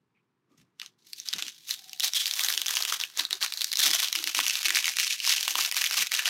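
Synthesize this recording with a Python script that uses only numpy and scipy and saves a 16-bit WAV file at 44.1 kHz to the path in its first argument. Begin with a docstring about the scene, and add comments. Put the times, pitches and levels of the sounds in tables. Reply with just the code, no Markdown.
"""A quiet room, close up: two hands pick up a foil packet, pull its seam apart and crumple it.
Creases buckle as sharp snaps over a bed of fine crackle; large folds pop hollow; the seal peels in
fast slips. The grip shapes the foil's lows, ring and treble. Underneath: soft handling thuds and
scuffs, low table or room resonance, a faint hum and room tone.
A noise suppressor lowers the quiet moments; a limiter holds the peaks."""
import sys
import numpy as np
from scipy import signal
from scipy.io import wavfile
from scipy.ndimage import uniform_filter1d, minimum_filter1d

SR = 44100
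rng = np.random.default_rng(int(sys.argv[2]) if len(sys.argv) > 2 else 0)


def to_wav(sig):
    """Store sig (one row per channel, or 1-D mono) as 16-bit WAV at the path in sys.argv[1].

    Samples outside -1..1 are clipped; the rate is SR.
    """
    pcm = np.clip(np.atleast_2d(sig), -1, 1) * 32767
    pcm = np.round(pcm).astype(np.int16)
    wavfile.write(sys.argv[1], SR, pcm.T)  # frames by channels


N = 277422

# loudest buckling creases: start_s, level_db
CREASE_SNAPS = [(0.7984, -20.9), (0.8163, -20.2), (0.8612, -25.4), (1.1325, -19.7), (1.1999, -17.1),
                (1.2869, -9.7), (1.3296, -14.0), (1.3357, -8.8), (1.3837, -17.3), (1.4237, -11.0),
                (1.4824, -18.1), (1.6925, -18.4), (1.7093, -10.8), (1.8949, -26.0), (1.9319, -19.2),
                (1.9981, -10.4), (2.0047, -10.7), (2.1351, -9.3), (2.2573, -9.9), (2.2674, -9.4),
                (2.3114, -10.5), (2.3371, -12.0), (2.3938, -10.0), (2.4364, -9.1), (2.4466, -8.9),
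                (2.4853, -9.3), (2.5251, -11.6), (2.5766, -7.6), (2.6166, -10.6), (2.6606, -14.9),
                (2.6661, -9.6), (2.6825, -11.2), (2.7079, -10.9), (2.7536, -10.5), (2.7693, -8.4),
                (2.8236, -8.2), (2.8508, -10.9), (2.9243, -7.6), (3.001, -12.5), (3.0122, -12.7),
                (3.037, -12.2), (3.1739, -12.1), (3.196, -8.4), (3.2513, -13.1), (3.3082, -13.3),
                (3.3289, -9.0), (3.4265, -9.7), (3.4315, -11.3), (3.4471, -12.1), (3.4621, -15.0),
                (3.5231, -14.6), (3.5376, -15.2), (3.5737, -16.2), (3.6088, -12.9), (3.6173, -7.2),
                (3.6439, -6.8), (3.7174, -12.6), (3.729, -10.5), (3.735, -13.0), (3.7562, -11.7),
                (3.7714, -8.2), (3.7917, -7.2), (3.9127, -6.8), (4.0017, -8.1), (4.0843, -12.3),
                (4.1276, -6.6), (4.1528, -9.1), (4.1589, -9.6), (4.2407, -8.6), (4.2737, -6.7),
                (4.3481, -8.9), (4.39, -7.8), (4.4019, -7.2), (4.455, -12.1), (4.4653, -7.7), (4.481, -8.3),
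                (4.4973, -8.2), (4.5075, -8.6), (4.5547, -8.2), (4.6104, -18.3), (4.6177, -15.7),
                (4.6302, -12.1), (4.6469, -12.8), (4.6566, -6.8), (4.6836, -8.2), (4.7051, -5.6),
                (4.7482, -7.5), (4.7564, -7.4), (4.7705, -6.4), (4.7881, -9.2), (4.8432, -9.3),
                (4.8564, -6.8), (4.8683, -10.2), (4.8799, -7.8), (4.9367, -18.7), (4.9685, -7.5),
                (4.986, -7.6), (4.9988, -8.4), (5.0465, -11.7), (5.1072, -11.4), (5.2017, -12.8),
                (5.2505, -9.8), (5.2755, -5.4), (5.3246, -5.6), (5.3373, -10.0), (5.3813, -13.1),
                (5.429, -10.7), (5.4795, -7.7), (5.5546, -7.9), (5.6075, -9.8), (5.6487, -10.8),
                (5.7139, -10.1), (5.7235, -11.7), (5.7667, -7.7), (5.8173, -8.3), (5.8406, -7.4),
                (5.8461, -10.3), (5.8628, -8.5), (5.9103, -9.7), (5.9411, -10.8), (6.0698, -13.3),
                (6.1182, -8.0), (6.2565, -8.8)]
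# thin foil spectrum: freq_hz, density_db
FOIL_SPECTRUM = [(240, -43.5), (400, -22), (563, -22.5), (986, -14.5), (1460, -11), (3030, -3), (6000, 2),
                 (7820, -4.5), (14600, -4), (15700, -11.5)]
# large folds: start_s, level_db, pitch_hz
FOLD_POPS = [(2.769, -29.5, 1060), (2.923, -21, 1320), (3.437, -32, 1140), (4.39, -15.5, 1070),
             (5.274, -19.5, 1070), (5.478, -20, 1080), (5.554, -16.5, 1040), (5.589, -20, 1180)]
# glued seal letting go: time_s, level_db, slips_per_s
SEAL_PEEL = [(2.147, -31.5, 445), (2.169, -24, 420), (2.191, -39.5, 440), (2.202, -27.5, 940),
             (2.244, -43, 1300)]
# hold on the packet: time_s, slack_db, ring_hz, treble_db
GRIP_CURVE = [(.6, 5, 2340, -11), (.9, 10.5, 3000, -43), (1.1, -25, 4640, 3.5), (1.38, 7, 2760, -22),
              (1.62, -5.5, 3580, -1), (2.05, 0, 3980, -1.5), (2.2, -4, 3330, -6.5), (2.4, 6.5, 3600, 3),
              (2.9, 6.5, 3090, -1), (3.4, 10, 3950, -6), (3.66, -1, 4330, 0.5), (3.9, 3, 3340, -3),
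              (4.801, 0, 2280, -6), (5.18, -15, 2530, -18), (5.27, -4, 2740, -10), (5.5, 2.5, 2890, -0.2),
              (6.1, -1, 2310, -6.3), (6.29, 7, 2850, -14)]
# finger squeezes and pulls: full_force_s, hold_s, level_db
FINGER_SQUEEZES = [(0.507, 0.032, -81.5), (0.583, 0.014, -69), (0.813, 0.021, -54), (1.05, 0.027, -69),
                   (1.178, .01, -45), (1.265, 0.22, -46), (1.694, 0.033, -40), (2.041, 0.014, -30),
                   (2.157, 0.11, -38.5), (2.375, 0.12, -36), (2.695, 0.13, -38.5), (2.88, 0.056, -35.5),
                   (2.996, 0.057, -48.5), (3.188, 0.0077, -33), (3.322, 0.012, -40.5), (3.427, 0.011, -34),
                   (3.62, 0.038, -47.5), (3.79, 0.076, -34), (3.84, 0.038, -25.5), (3.928, 0.12, -34),
                   (4.134, 0.074, -38), (4.27, 0.014, -35.5), (4.361, 0.04, -33), (4.443, 0.15, -37.5),
                   (4.646, 0.13, -35.5), (4.767, 0.14, -35), (4.992, 0.085, -32), (5.118, 0.0052, -30.5),
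                   (5.229, 0.12, -33), (5.294, 0.026, -30.5), (5.368, 0.15, -38), (5.575, 0.079, -34),
                   (5.764, 0.049, -33), (5.852, 0.026, -34), (5.94, 0.076, -28.5), (6.138, 0.048, -28),
                   (6.257, 0.044, -30.5)]
# crackle floor of the held foil: time_s, level_db
CRACKLE_FLOOR = [(.98, -81), (1.07, -63.5), (2.0, -59), (2.3, -42), (3.0, -48), (3.1, -58.5), (3.4, -55),
                 (3.55, -46.5), (6.29, -50.5)]
# thuds, scuffs, table or room resonance, faint hum: start_s, length_s, level_db, centre_hz, width_hz
LOW_THUDS_AND_RESONANCES = [(0.135, 0.084, -74.5, 2350, 600), (0.491, 0.077, -67, 279, 130),
                            (0.498, .055, -73, 1195, 90), (0.564, 0.11, -65, 150, 130),
                            (1.339, 0.056, -53, 171, 300), (1.394, 0.12, -62, 280, 130),
                            (1.71, 0.35, -68, 757, 110), (2.394, 0.3, -62.5, 353, 90),
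                            (3.16, 0.12, -59, 305, 90), (3.299, 0.075, -57.5, 362, 70),
                            (3.837, 0.1, -50, 308, 197), (4.13, 0.2, -55.5, 322, 80),
                            (4.343, 0.12, -56, 293, 80), (4.626, 0.16, -58, 332, 75),
                            (5.47, 0.22, -62.5, 305, 60), (5.979, 0.072, -57.5, 216, 200)]
# room tone spectrum: freq_hz, density_db
ROOM_TONE_SPECTRUM = [(18, -94), (30, -49), (131, -15.5), (239, -18.5), (384, -18.5), (600, -36),
                      (988, -27), (16000, -58)]


def gain_of(db):
    return 10 ** (np.asarray(db) / 20)


def unit_rms(x):
    return x / np.sqrt(np.mean(x ** 2) + 1e-20)


def add(mix, start_s, sound):
    part = mix[round(start_s * SR):][:len(sound)]
    part += sound[:len(part)]


def butter(x, order, cutoff_hz, kind):
    return signal.sosfilt(signal.butter(order, cutoff_hz, kind, fs=SR, output="sos"), x)


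def colour(x, spectrum):
    """Minimum-phase filter of unit energy from a spectrum table."""
    freq_hz, density_db = np.transpose(spectrum)
    bin_hz = abs(np.fft.fftfreq(4096, 1 / SR))
    log_gain = np.interp(np.log(bin_hz + 1), np.log(freq_hz + 1), density_db) * np.log(10) / 20
    taps = np.fft.ifft(np.exp(log_gain - 1j * signal.hilbert(log_gain).imag)).real[:2048]
    return signal.oaconvolve(x, taps / np.linalg.norm(taps))[:len(x)]


def resonate(x, centre_hz, width_hz):
    """Resonance at a steady or moving pitch; white noise keeps its level."""
    carrier = np.exp(2j * np.pi * np.cumsum(centre_hz * np.ones(len(x))) / SR)
    pole = np.exp(-np.pi * width_hz / SR)
    return np.sqrt(2 * (1 - pole * pole)) * (carrier * signal.lfilter([1], [1, -pole], x / carrier)).real


def crease_snaps(force_db, buckle_s=0.001, rise_s=0.000069, ring_db=-3, spread_oct=2.19, small_count=80):
    """Each crease buckles in a burst that rings a facet; small snaps at random times scale with force."""
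    out, t = np.zeros(N), np.arange(1200) / SR
    envelope = (1 - np.exp(-t / rise_s)) * np.exp(-t / buckle_s)
    small_snaps = [(position * N / SR, force_db[int(position * N)] + 9 + 6 * strength)
                   for position, strength in rng.random((small_count, 2))]
    grip_s, _, ring_hz, _ = np.transpose(GRIP_CURVE)
    for start_s, level_db in small_snaps + list(CREASE_SNAPS):
        burst = envelope * rng.standard_normal(len(t))
        facet_hz = np.interp(start_s, grip_s, ring_hz) * 2 ** (spread_oct * (rng.random() - .5))
        ring = gain_of(ring_db) * resonate(burst, facet_hz, width_hz=1100)
        snap = colour(burst + ring, FOIL_SPECTRUM)
        snap *= np.linalg.norm(envelope) / np.linalg.norm(snap)
        add(out, start_s, gain_of(level_db) / 2 * snap)  # crest factor about 2
    return out


def fine_crackle(force_db, ticks_per_s=1000, spread_db=3.5, hiss_db=-2, clump_db=3.5, clump_s=0.0089):
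    """Tiny creases of unequal size tick on 24 facet pitches, over hiss; the level comes in clumps."""
    clumps = unit_rms(uniform_filter1d(rng.standard_normal(N), int(clump_s * SR)))
    sizes = gain_of(spread_db * np.minimum(rng.exponential(1, N), 4))
    impulses = sizes * (rng.random(N) < ticks_per_s / SR)
    facet, ticks = rng.integers(0, 24, N), np.zeros(N)
    for k, facet_hz in enumerate(np.geomspace(700, 9000, 24)):
        tick = rng.standard_normal(400) * np.exp(-np.arange(400) / 7.0)
        tick += 0.6 * resonate(tick, facet_hz, facet_hz / 8)  # large facets ring lower and longer
        ticks += signal.oaconvolve(impulses * (facet == k), tick / np.linalg.norm(tick))[:N]
    levelled = ticks / np.sqrt(uniform_filter1d(ticks ** 2, 3000) + 1e-9)
    hiss = gain_of(hiss_db) * rng.standard_normal(N)
    return (levelled + hiss) * gain_of(force_db + clump_db * clumps)


def fold_pops(t60_s=0.011, rise_s=0.00035):
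    """The air pocket of a large fold rings briefly."""
    out, t = np.zeros(N), np.arange(2000) / SR
    for start_s, level_db, pitch_hz in FOLD_POPS:
        envelope = gain_of(level_db - 60 * t / t60_s) * (1 - np.exp(-t / rise_s))
        add(out, start_s, envelope * np.sin(2 * np.pi * pitch_hz * t))
    return out


def seal_peel(jitter=0.58, ring_hz=3350, width_hz=500, upper_db=-6):
    """Uneven slips of the seal ring two modes of the taut strip."""
    time_s, *columns = np.transpose(SEAL_PEEL)
    t = np.arange(time_s[0], time_s[-1], 1 / SR)
    level_db, slips_per_s = (np.interp(t, time_s, column) for column in columns)
    wobble = unit_rms(uniform_filter1d(rng.standard_normal(len(t)), 100))
    slip_phase = np.cumsum(slips_per_s * (1 + jitter * wobble)) / SR % 1
    slips = np.exp(-slip_phase / 0.89) * rng.standard_normal(len(t))
    lower = resonate(slips, ring_hz, width_hz)
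    upper = gain_of(upper_db) * resonate(slips, 2.5 * ring_hz, 3 * width_hz)
    out = np.zeros(N)
    add(out, time_s[0], gain_of(level_db) * unit_rms(lower + upper + 3.1 * slips))
    return out


def finger_force_db(rise_db_per_s=714, release_db_per_s=304):
    """Force as crackle level: each squeeze rises, holds and lets go, over the floor of the held foil."""
    t = np.arange(N) / SR
    power = gain_of(2 * np.interp(t, *np.transpose(CRACKLE_FLOOR), left=-120))
    for full_force_s, hold_s, level_db in FINGER_SQUEEZES:
        rise_db = rise_db_per_s * np.maximum(full_force_s - t, 0)
        release_db = release_db_per_s * np.maximum(t - full_force_s - hold_s, 0)
        power += gain_of(2 * (level_db - rise_db - release_db))
    return 10 * np.log10(power)


def grip_filter(foil, force_db, split_hz=1700, ring_db=-10, lows_db_per_db=0.12, firm_db=-35):
    """Slack and force raise the lows; the stretched part rings; the hands shade the treble."""
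    time_s, *columns = np.transpose(GRIP_CURVE)
    slack_db, ring_hz, treble_db = (np.interp(np.arange(N) / SR, time_s, column) for column in columns)
    foil = butter(foil, 2, 300, "high")  # a small sheet radiates no bass
    lows, highs = (butter(foil, 4, split_hz, kind) for kind in ("low", "high"))
    lows *= gain_of(slack_db + lows_db_per_db * (force_db - firm_db))
    mids = butter(highs, 1, 7000, "low")
    treble = gain_of(treble_db) * (highs - mids)
    ring = gain_of(ring_db) * resonate(highs, ring_hz, width_hz=800)
    return lows + mids + treble + ring


def low_thuds_and_resonances():
    """Swelling noise bands: handling thuds and scuffs, low table or room resonance, a faint hum."""
    out = np.zeros(N)
    for start_s, length_s, level_db, centre_hz, width_hz in LOW_THUDS_AND_RESONANCES:
        noise = rng.standard_normal(16000)[:int(length_s * SR)]
        band = resonate(resonate(noise, centre_hz, width_hz), centre_hz, width_hz)
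        add(out, start_s, gain_of(level_db) * unit_rms(band) * signal.windows.tukey(len(band), .6))
    return out


def room_reflections(x, level_db=-10, t60_s=0.096, gap_s=0.002):
    """Sparse decaying echoes of random sign; soft surfaces absorb the treble."""
    delays = np.arange(0, 15980, 20) + rng.integers(0, 20, 799)
    decay = gain_of(-60 * delays / SR / t60_s) * (delays > gap_s * SR)
    taps = np.zeros(16000)
    taps[delays] = rng.choice([-1., 1.], len(delays)) * decay
    dull = butter(x, 1, 6000, "low")
    return gain_of(level_db) * signal.oaconvolve(dull, taps / np.linalg.norm(taps))[:N]


def room_tone(level_db=-74.5):
    """Faint, steady low noise."""
    return gain_of(level_db) * colour(rng.standard_normal(N), ROOM_TONE_SPECTRUM)


def scene():
    force_db = finger_force_db()
    snaps = crease_snaps(force_db)
    crackle_and_peel = colour(fine_crackle(force_db) + seal_peel(), FOIL_SPECTRUM)
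    packet = grip_filter(snaps + crackle_and_peel + fold_pops(), force_db)
    background = room_tone()
    return (packet + room_reflections(packet) + low_thuds_and_resonances() + background)[None]


def record(dry, threshold_db=-66.5, depth_db=8.5, fall_db_per_s=60, ceiling=0.4, band_hz=(70, 16000)):
    """Noise suppressor, fast peak limiter, band limits."""
    power_db = 10 * np.log10(abs(uniform_filter1d(dry[0] ** 2, 900)) + 1e-12)
    fall_db = np.arange(N) * fall_db_per_s / SR
    detector_db = np.maximum.accumulate(power_db + fall_db) - fall_db  # decaying peak hold
    gated = dry * gain_of(np.clip(0.4 * (detector_db - threshold_db), -depth_db, 0))
    limit_gain = np.minimum(ceiling / (abs(gated) + 1e-9), 1)
    limited = gated * uniform_filter1d(minimum_filter1d(limit_gain, size=121), size=61)
    lowpass = signal.firwin(511, band_hz[1], window=("kaiser", 9), fs=SR)
    return signal.oaconvolve(butter(limited, 2, band_hz[0], "high"), lowpass[None], "same")


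dry = scene()
out = record(dry)
to_wav(out)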